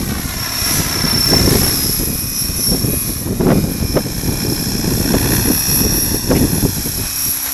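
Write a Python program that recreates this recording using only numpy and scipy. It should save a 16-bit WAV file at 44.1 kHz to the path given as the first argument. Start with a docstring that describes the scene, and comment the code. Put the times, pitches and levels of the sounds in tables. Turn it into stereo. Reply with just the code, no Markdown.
"""Electric model helicopter in gusty air

A small electric helicopter flies some metres off; wind thumps on two unlike microphone ports until they overload.
The main gear whines at its tooth rate and near twice that, as phasors throbbing with each rotor turn.
The tail drive sings lower, as phasors locked to a faster shaft; the blades hum on shaft harmonics and
hiss and chop as pulsed noise. Wind is band noise following gust levels, with sudden slaps and one scuff."""
import sys
import numpy as np
from scipy import signal
from scipy.fft import rfft, irfft, next_fast_len
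from scipy.io import wavfile

SR = 44100
rng = np.random.default_rng(int(sys.argv[2]) if len(sys.argv) > 2 else 0)


def output_pcm(signal):
    """Save a mono or channel-first signal as 16-bit PCM at the path in sys.argv[1].

    Samples are clipped to [-1, 1] before scaling.
    """
    pcm = np.clip(np.atleast_2d(signal).T, -1, 1) * 32767
    wavfile.write(sys.argv[1], SR, np.round(pcm).astype(np.int16))


N = 332073

# breeze on the ports: t/s, level/dB, left minus right/dB
BREEZE_CURVE = [(0.02, -13.5, 6), (0.53, -30, 20), (0.76, -15, 13.5), (1.26, -22, -1), (1.32, -12.5, 4),
                (1.5, -4, 8), (1.65, -8, 5), (1.73, -18, 6), (1.87, -17, 17), (2.11, -17, 11),
                (2.3, -24, 18), (2.68, -20, 12), (2.8, -19, 0), (2.86, -11, 4), (2.96, -14, 17),
                (3.0, -34, 12), (3.05, -31, 8), (3.27, -14, 13), (3.56, -5.5, 2.5), (3.75, -20, 33),
                (4.15, -16.5, 8), (4.46, -10.5, 10), (4.66, -18.5, 12), (4.89, -7, 9), (5.02, -12, 3),
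                (5.3, -10.5, -8), (5.5, -13.5, 9), (5.66, -30, 9), (5.84, -9.5, -10.5), (6.1, -18.5, 0),
                (6.2, -29.5, -17), (6.34, -4.5, 3), (6.6, -24.5, -5), (7.05, -27, 5), (7.13, -42, 12),
                (7.5, -50, 6)]
# short gusts added to the breeze: t/s, peak level/dB, left minus right/dB
GUST_EVENTS = [(0.98, -12.5, 18), (1.06, -8, 12), (1.16, -9, 7), (1.33, 0, 13), (2.52, -13.5, 23),
               (2.6, -15, -5), (2.715, -11.5, 10), (2.742, -3.5, 7), (2.762, -8, 7), (3.073, -11.5, 29),
               (3.51, -1, 5), (3.67, -9, 24), (3.828, -8.5, 2), (3.973, -1, 6.5), (4.06, -12, 6),
               (4.29, -12.5, 4), (5.139, -2, -6), (5.364, -6.5, 15), (5.501, -3, 26), (5.712, -11.5, -9),
               (6.149, -8, 9), (6.431, -2.5, 14), (6.566, -4, -17), (6.653, -6, -8.5), (6.78, -14.5, 1),
               (6.877, -11.5, 27), (6.999, -12, -5), (7.28, -23, -21)]
GUST_RISE_DB_PER_S, GUST_FALL_DB_PER_S = 343, 411
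# gusts that slap a port: t/s, impulse level/dB, left minus right/dB
SLAP_EVENTS = [(1.335, -1, 20), (2.747, -17, -14), (3.274, -17, 21), (3.407, -2.5, 20), (3.469, -5.5, 5),
               (3.489, -4.5, 4), (3.504, 1.5, 17), (3.514, 0.5, 14), (3.956, -13, -13), (3.969, 3.5, 26),
               (4.286, -15.5, 10), (5.142, -1.5, -17), (6.303, -5, -23), (6.312, 2.5, -27), (6.869, -30, 9)]
STEP_DB, STEP_TOP_HZ = 24, 1000   # gain and upper band edge of a slap's pressure step
# a short dry scuff nearby: t/s, half length/s, low f/Hz, high f/Hz, level/dB
SCUFF_EVENT = (6.367, .016, 1800, 2700, -25)

# colour of the microphone ports: f/Hz, left level/dB, right level/dB
PORT_RESPONSE = [(480, -3.5, 0), (855, -0.5, 2.5), (2100, 4.5, 0.5), (2260, 3.5, -1.5), (2600, 2, -5.5),
                 (3780, -7.5, 8), (4320, -26, 8), (4830, 10.5, 6), (5140, -27, 10), (5800, 7, 15),
                 (8080, 8.5, -1), (8600, 5, -1.5), (10150, 4.5, -3), (11220, 18.5, -6), (12530, 8.5, -6),
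                 (13030, 0.5, -35), (13950, 3.5, -40)]
LEFT_LAG_S = 0.00009
CUTOFF_HZ = 14400
# echo off the asphalt: t/s, delay/s, strength/(0-1)
GROUND_ECHO = [(0, 0.0025, 0.8), (.4, 0.0029, 0.47), (1.3, 0.003, 0.37), (2.2, 0.002, 0.18),
               (3.2, 0.0017, 0.43), (3.7, 0.00122, 0.4), (6.2, 0.0011, 0.91), (7.53, .0013, 0.05)]
ECHO_CUT_HZ = 5100

# rotor noise: t/s, blade rush level/dB, bright swish level/dB, tick share/(0-1), chop depth/neper
ROTOR_CURVE = [(0.0, -32.5, -30.5, 0, 0.44), (0.5, -25, -29, 0, 0.19), (0.77, -24.5, -20.5, 0, 0.26),
               (1.07, -23.5, -28.5, 0.2, 0.28), (1.55, -23.5, -21, 0, 0.45), (2.12, -37, -27, 0.08, 0.21),
               (3.1, -37, -28.5, 0, 0.2), (3.27, -38.5, -33, 0, 0.13), (4.5, -34, -28, 0.07, 0.5),
               (5.33, -28, -24, 0.13, 0.7), (5.77, -30.5, -25, 0.15, 0.7), (6.04, -33.5, -28, 0.1, 0.26),
               (6.85, -34, -26, 0, 0.18), (7.23, -33.5, -23.5, 0.22, 0.11), (7.53, -31.5, -27.5, 0.05, .2)]
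SWISH_CHOP = 0.37   # chop depth of the swish as a fraction of the rush's
# blade pass hum: cycles per rotor turn, relative level/dB
BLADE_HARMONICS = [(2, -4), (8, 0), (10, -6)]

TAIL_RATIO = 3.855   # tail shaft turns per rotor turn
# tail drive: cycles per tail shaft turn, relative level/dB
TAIL_HARMONICS = [(9, -11), (10, -13), (15, -17), (19, -9), (20, 0), (21, -14), (22, -15)]
# tail drive strength: t/s, level/dB
TAIL_LEVEL = [(.1, -57), (.45, -48), (.65, -32), (.86, -52), (1.25, -37), (1.86, -44), (2.3, -38),
              (2.55, -38.5), (2.72, -46.5), (2.95, -34.5), (3.3, -53), (3.55, -36), (3.66, -45),
              (3.85, -36), (4.15, -49), (4.35, -37.5), (4.8, -43.5), (5.0, -45), (5.3, -47), (5.45, -36),
              (5.8, -34), (6.1, -43), (6.25, -52), (6.45, -41), (6.7, -54), (6.95, -44), (7.08, -36),
              (7.25, -37.5), (7.45, -46)]

TEETH = 170   # tooth contacts per rotor turn
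# tooth rate of the main gear as heard: t/s, f/Hz
TOOTH_RATE = [(0.03, 5501), (0.3, 5520), (0.5, 5514), (1.0, 5415), (1.25, 5408), (1.6, 5443), (2.0, 5462),
              (2.25, 5513), (2.5, 5517), (2.75, 5489), (3.2, 5458), (3.75, 5327), (4.25, 5333), (4.5, 5364),
              (4.75, 5460), (5.5, 5616), (5.75, 5641), (6.0, 5623), (6.75, 5524), (7.25, 5637), (7.5, 5669)]
# gear whine: t/s, left level/dB, right level/dB
WHINE_LEVEL = [(0.05, -39, -36), (.33, -36, -33), (.43, -31, -20), (.55, -27, -23), (.68, -18, -20),
               (.85, -17, -16), (.95, -20, -13), (1.1, -15, -7), (1.35, -17, -5), (1.47, -16, -14),
               (1.57, -20, -16), (1.65, -24, -13), (1.75, -21, -21), (1.9, -23, -18), (2.05, -24, -21),
               (2.2, -27, -27), (2.33, -33, -27), (2.45, -29, -17), (2.6, -24, -22), (2.68, -17, -10),
               (2.8, -26, -21), (2.95, -34, -29), (3.1, -27, -22), (3.4, -37, -33), (3.55, -36, -26),
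               (3.65, -35, -29), (3.85, -29, -22), (4.25, -31, -26), (4.45, -27, -21), (4.7, -29, -25),
               (4.9, -29, -30), (5.2, -28, -25), (5.45, -28, -23), (5.55, -25, -17), (5.9, -19, -14),
               (6.2, -28, -18), (6.5, -28, -25), (6.75, -27, -26), (6.85, -27, -31), (6.95, -26, -26),
               (7.12, -27, -29), (7.25, -23, -21), (7.35, -25, -21), (7.5, -22, -20)]
# octave band of the gear: t/s, level/dB, tonal share/(0-1)
OCTAVE_CURVE = [(.05, -32, .2), (.5, -29, .1), (.7, -19, .15), (1.0, -27, .2), (1.25, -20, .3),
                (1.4, -21, .2), (2.05, -19, .3), (2.15, -22, .35), (2.4, -19, .45), (2.55, -24, .4),
                (2.65, -16, .6), (2.85, -25, .35), (2.95, -19, .5), (3.15, -24, .45), (3.4, -35, .1),
                (3.8, -31, .2), (4.05, -34, .12), (4.6, -27, .17), (4.8, -29, .1), (5.35, -19, .35),
                (5.45, -21, .3), (5.87, -16, .3), (6.25, -26, .35), (6.55, -23, .4), (6.8, -28, .1),
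                (7.05, -24, .2), (7.25, -19, .3), (7.5, -18, .45)]
# uneven wheel, side lines of the whine: cycles per rotor turn from the tooth rate, relative level/dB
THROB_LINES = [(-2, -12), (-1, 0), (1, -6), (2, -14)]
# once-a-turn throb: t/s, side line level against the tooth tone/dB
THROB_CURVE = [(.2, 3), (.5, -5), (.7, -9), (1.05, 0), (1.3, -1), (1.6, -6), (2.2, -5), (2.4, -10),
               (3.1, -8), (3.4, 2), (4.45, 0), (4.65, -6), (5.1, -5), (5.4, -9), (6.1, -10), (6.4, -5),
               (6.8, 2), (7.1, -3), (7.3, -15), (7.5, -15)]
# weaker tones below the tooth rate: cycles per rotor turn from it, relative level/dB
LOWER_LINES = [(-16, -9), (-12, 0), (-10, -5), (-7, -8), (-6, -5)]
# weaker tones above the tooth rate: cycles per rotor turn from it, relative level/dB
UPPER_LINES = [(7, -7), (10, -10), (12, 0), (14, -10), (24, -10)]
# strength of these weaker tones: t/s, lower lines level/dB, upper lines level/dB
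SIDE_LINE_LEVEL = [(0.1, -45, -61), (.6, -34, -32), (.9, -32, -29), (1.2, -41, -43), (1.7, -27, -31),
                   (1.95, -27.5, -35), (2.1, -34, -41), (2.3, -38, -36.5), (2.75, -52, -43),
                   (3.0, -44, -41), (3.3, -53, -41), (3.6, -35, -51), (4.1, -59, -43), (4.6, -33, -40),
                   (5.2, -36.5, -38), (5.7, -29.5, -38), (6.3, -37, -47), (6.75, -38, -58), (7.2, -35, -46),
                   (7.5, -49, -41)]
# brief flares of the lower and upper lines: t/s, boost/dB
FLARE_EVENTS = [(0.75, 5), (1.45, 5), (2.39, 12), (2.62, 15), (3.05, 4), (3.88, 8), (4.35, 4)]
FLARE_S = 0.069   # half width at 1/e of the dB boost
# octave lines: cycles per rotor turn from twice the tooth rate, relative level/dB
OCTAVE_LINES = [(-24, -16), (-12, -3), (-10, -9), (-6, -8), (0, 0), (1, -8), (6, -9), (12, -2), (18, -9),
                (24, -7)]
# whine phase between the ports: t/s, lag of the whine at the left port/us
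WHINE_LAG_CURVE = [(0.1, -10), (0.45, -5), (0.65, -25), (.78, -100), (1.05, -75), (1.3, -90), (1.45, -65),
                   (1.62, -100), (1.75, -150), (1.85, -65), (2.05, -78), (2.2, -130), (2.4, -165),
                   (2.53, -68), (2.8, -55), (3.1, -100), (3.7, -92), (4.0, -70), (4.6, -55), (4.9, 15),
                   (5.05, 8), (5.25, 55), (5.9, 62), (6.2, 74), (6.5, 60), (7.0, 58), (7.1, 150),
                   (7.25, 138), (7.35, 100), (7.5, 103)]
WHINE_LAG_WANDER_US = 5   # spread of the random wander of that lag


def from_db(db):
    """Definition of the decibel: amplitude gain from level."""
    return 10 ** (np.asarray(db) / 20)


def in_time(rows):
    """Linear interpolation: each column of a curve table at every sample."""
    s, *columns = np.transpose(rows)
    return [np.interp(np.arange(N) / SR, s, column) for column in columns]


def drift(rate_hz, channels=1):
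    """Low-passed randomness: white noise through two equal poles at rate_hz, spread 1."""
    r = np.exp(-40 * np.pi * rate_hz / SR)   # one slow step is 20 samples
    white = rng.standard_normal((channels, N // 20 + 4002))
    slow = signal.lfilter([1], [1, -2 * r, r * r], white)[:, 4000:]   # without the filter's onset
    slow = slow / slow.std()
    now = np.arange(N) / 20
    return np.array([np.interp(now, np.arange(len(row)), row) for row in slow])


def band(x, low_hz, high_hz):
    """Frequency selection: band-pass, scaled to rms 1."""
    y = signal.sosfilt(signal.butter(2, [low_hz, high_hz], "band", fs=SR, output="sos"), x)
    return y / y.std()


def airy(alike):
    """Partial coherence: stereo white noise with a power share alike common to both ports."""
    common, *own = rng.standard_normal((3, N))
    return np.sqrt(alike) * common + np.sqrt(1 - alike) * np.array(own)


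def through_ports(x):
    """Linear filtering: each port has its own colour and the left lags; the mean of both has rms 1."""
    size = next_fast_len(N + 2000)
    hz = np.maximum(np.arange(size // 2 + 1) * SR / size, 1)
    port_hz, *port_db = np.transpose(PORT_RESPONSE)
    colour = from_db([np.interp(np.log(hz), np.log(port_hz), db) for db in port_db])
    lag = np.exp(-2j * np.pi * hz * np.array([[LEFT_LAG_S], [0]]))
    spectrum = rfft(x * np.ones((2, 1)), size)
    y = irfft(spectrum * colour * lag, size)[:, :N]
    return y / y.mean(axis=0).std()


def off_ground(x):
    """Superposition by reflection: the direct sound plus its delayed, duller echo off the ground."""
    delay_s, strength = in_time(GROUND_ECHO)
    now = np.arange(N)
    dull = signal.sosfilt(signal.butter(1, ECHO_CUT_HZ, fs=SR, output="sos"), x)
    echo = np.array([np.interp(now - delay_s * SR, now, row) for row in dull])
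    return x + strength * echo


def lines(turns, table, centre, fade_db):
    """Phase locking: phasors tied to a shaft; each line fades and wanders a little at random."""
    fades, wanders = drift(8.1, channels=len(table)), drift(2.9, channels=len(table))
    total = 0
    for (cycles, db), fade, wander in zip(table, fades, wanders):
        phase = 2 * np.pi * (centre + cycles) * turns + 0.6 * wander
        total = total + from_db(db + fade_db * fade) * np.exp(1j * phase)
    return total


def each_turn(turns, sharp):
    """Periodicity of wheel flaws: noise repeating each turn, slowly changing, bunched at one angle by sharp."""
    size = 2048
    spot = np.exp(sharp * np.cos(2 * np.pi * np.arange(size + 1) / size))
    shapes = rng.standard_normal((3, size + 1)) * spot
    where = turns % 1 * size
    weights = drift(3.4, channels=3)
    return sum(weight * np.interp(where, np.arange(size + 1), shape) for weight, shape in zip(weights, shapes))


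def on_ports(level_db, pan_db):
    """Conservation of power: a level shared between the ports as two powers."""
    left_share = 1 / (1 + from_db(-2 * pan_db))
    return from_db(2 * level_db) * np.array([left_share, 1 - left_share])


def wind_level():
    """Addition of powers: the breeze plus gusts rising and falling at constant dB rates, as dB at each port."""
    power, t = on_ports(*in_time(BREEZE_CURVE)), np.arange(N) / SR
    for s, peak_db, pan_db in GUST_EVENTS:
        near = slice(int((s - 0.25) * SR), int((s + 0.25) * SR))
        drop_db = np.maximum(GUST_RISE_DB_PER_S * (s - t[near]), GUST_FALL_DB_PER_S * (t[near] - s))
        power[:, near] += on_ports(peak_db - drop_db, np.full(len(drop_db), pan_db))
    return 10 * np.log10(power)


def wind():
    """Turbulence at each port, unrelated left and right: rumble, lumpy thuds, a rasp growing faster than the gust."""
    lumps_db = 0.73 * drift(6.4, channels=2) + 6.1 * drift(59.0, channels=2)
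    lumps_db = 9 * np.tanh(lumps_db / 9)   # no eddy towers over the rest
    white = rng.standard_normal((3, 2, N))
    gust_db = wind_level()
    rumble = from_db(0.48 * gust_db - 11.5 + 0.73 * lumps_db) * band(white[0], 30.0, 135.0)
    thuds = from_db(gust_db - 3.0 + lumps_db) * band(white[1], 112.6, 292.4)
    rasp = from_db(1.64 * gust_db - 7.5 + 1.43 * lumps_db) * band(white[2], 285, 440)
    return rumble + thuds + rasp


def slaps():
    """Impulse response: a sudden eddy gives a steep pressure step and a short rough ring, stronger on one port."""
    s, level_db, pan_db = np.transpose(SLAP_EVENTS)
    clicks = np.zeros((2, N))
    clicks[:, (s * SR).astype(int)] = from_db(level_db + np.minimum(0, [pan_db, -pan_db]))
    clicks = clicks + 1e-18   # keeps the filters out of vanishing numbers
    r = np.exp(-1 / (0.01 * SR))   # decays with a time constant of 10 ms
    rising = signal.lfilter([0.05], [1, -0.95], clicks)   # time constant about half a ms
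    fading = signal.lfilter([1], [1, -r], rising)
    step = signal.sosfilt(signal.butter(2, [220, STEP_TOP_HZ], "band", fs=SR, output="sos"), clicks)
    ring = fading * band(rng.standard_normal((2, N)), 187, 583)
    return ring - from_db(STEP_DB) * step


def scuff():
    """Amplitude modulation: one soft burst of band noise under a bell-shaped envelope."""
    s, half_s, low_hz, high_hz, db = SCUFF_EVENT
    bell = np.exp(-((np.arange(N) / SR - s) / half_s) ** 2)
    return from_db(db) * bell * band(airy(0.72), low_hz, high_hz)


def blade_passes(turns, chop):
    """Periodic modulation: two blades swell the noise twice a rotor turn, at constant mean power."""
    return np.exp(chop * np.cos(4 * np.pi * turns)) / np.sqrt(np.i0(2 * chop))


def blades(turns, rush_db, swish_db, ticking, chop):
    """Blade-pass noise: a low hum, a rush pulsing at each pass, a bright swish with a tick on every turn."""
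    hum = from_db(-38) * lines(turns, BLADE_HARMONICS, 0, fade_db=1.0).real
    rush = blade_passes(turns, chop) * from_db(1.53 * drift(9.9)) * band(airy(0.89), 480, 3080)
    rush = through_ports(off_ground(rush))
    ticks = band(each_turn(turns, sharp=27.0), 6000, 7200)
    swish = blade_passes(turns, SWISH_CHOP * chop) * band(airy(0.044), 2250, 14250)
    swish = np.sqrt(1 - ticking) * swish + np.sqrt(ticking) * ticks
    swish = through_ports(off_ground(swish))
    return hum + from_db(rush_db) * rush + from_db(swish_db + 0.8 * drift(4.3)) * swish


def tail_drive(turns):
    """Gear ratio: the tail shaft turns faster than the rotor and carries its own harmonics."""
    tones = lines(TAIL_RATIO * turns, TAIL_HARMONICS, 0, fade_db=1.5).real
    level_db, = in_time(TAIL_LEVEL)
    return from_db(level_db) * through_ports(tones)


def flares():
    """Level modulation: brief bell-shaped boosts in dB."""
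    t = np.arange(N) / SR
    return sum(db * np.exp(-((t - s) / FLARE_S) ** 2) for s, db in FLARE_EVENTS)


def gear_whine(turns, lag_turns, flutter_db):
    """Tooth meshing: a tone at the tooth rate, modulated by an uneven wheel, with faint noise around it."""
    throb_db, = in_time(THROB_CURVE)
    throb = 1 + from_db(throb_db) * lines(turns, THROB_LINES, 0, fade_db=2.8)
    throb = throb / np.sqrt(1 + 1.5 * from_db(2 * throb_db))   # offsets the added power of the side lines
    phase = 2 * np.pi * TEETH * np.array([turns - lag_turns, turns]) + 0.4 * drift(14.0)
    tone = np.sqrt(2) * (throb * np.exp(1j * phase)).real
    noise = from_db(-16) * band(airy(0.2), 5200, 5800)
    return from_db(np.array(in_time(WHINE_LEVEL)) + flutter_db) * (tone + noise)


def gear_octave(turns, flaws, tonal):
    """Second harmonic of meshing: lines about twice the tooth rate, mixed with hiss and wheel flaws."""
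    tones = through_ports(lines(turns, OCTAVE_LINES, 2 * TEETH, fade_db=3.0).real)
    hiss = band(flaws, 10000, 13000) + from_db(4) * band(airy(0.2), 10000, 13000)
    return np.sqrt(tonal) * tones + (1 - tonal) * through_ports(hiss)


def main_gear(turns, lag_turns, below_db, above_db):
    """Sidebands of meshing: whine and octave, weaker lines to either side, and tooth rattle beneath."""
    _, right_db = in_time(WHINE_LEVEL)
    octave_db, tonal = in_time(OCTAVE_CURVE)
    flare_db = flares()
    flaws = each_turn(turns, sharp=0.059)
    flutter_db = drift(9.0, channels=2)   # gusty air makes the sound shimmer
    whine = gear_whine(turns, lag_turns, flutter_db[0])
    below = through_ports(lines(turns, LOWER_LINES, TEETH, fade_db=2.5).real)
    above = through_ports(lines(turns, UPPER_LINES, TEETH, fade_db=2.5).real)
    side_lines = from_db(below_db + flare_db) * below + from_db(above_db + flare_db) * above
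    rattle = from_db((right_db + octave_db) / 2 - 19) * through_ports(band(flaws, 3840, 5800))
    octave = from_db(octave_db + 2.0 * flutter_db[1]) * gear_octave(turns, flaws, tonal)
    return whine + side_lines + rattle + octave


def scene():
    """Superposition: wind, slaps, scuff and helicopter add at the two ports."""
    tooth_hz, = in_time(TOOTH_RATE)
    turns = np.cumsum(tooth_hz) / SR / TEETH
    whine_lag_us, = in_time(WHINE_LAG_CURVE)
    whine_lag_us = whine_lag_us + WHINE_LAG_WANDER_US * drift(9.6)[0]
    lag_turns = whine_lag_us * 1e-6 * tooth_hz / TEETH
    air = wind() + slaps() + scuff()
    rotor = blades(turns, *in_time(ROTOR_CURVE))
    gear = main_gear(turns, lag_turns, *in_time(SIDE_LINE_LEVEL))
    return air + rotor + tail_drive(turns) + gear


def record(dry):
    """Saturation and band limiting: the input overloads at full scale, then a low-pass cuts the top."""
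    clipped = dry / (1 + np.abs(dry) ** 10) ** (1 / 10)
    low_pass = signal.ellip(12, 0.5, 50, CUTOFF_HZ, fs=SR, output="sos")
    return np.clip(signal.sosfilt(low_pass, clipped), -1, 1)


dry = scene()
out = record(dry)
output_pcm(out)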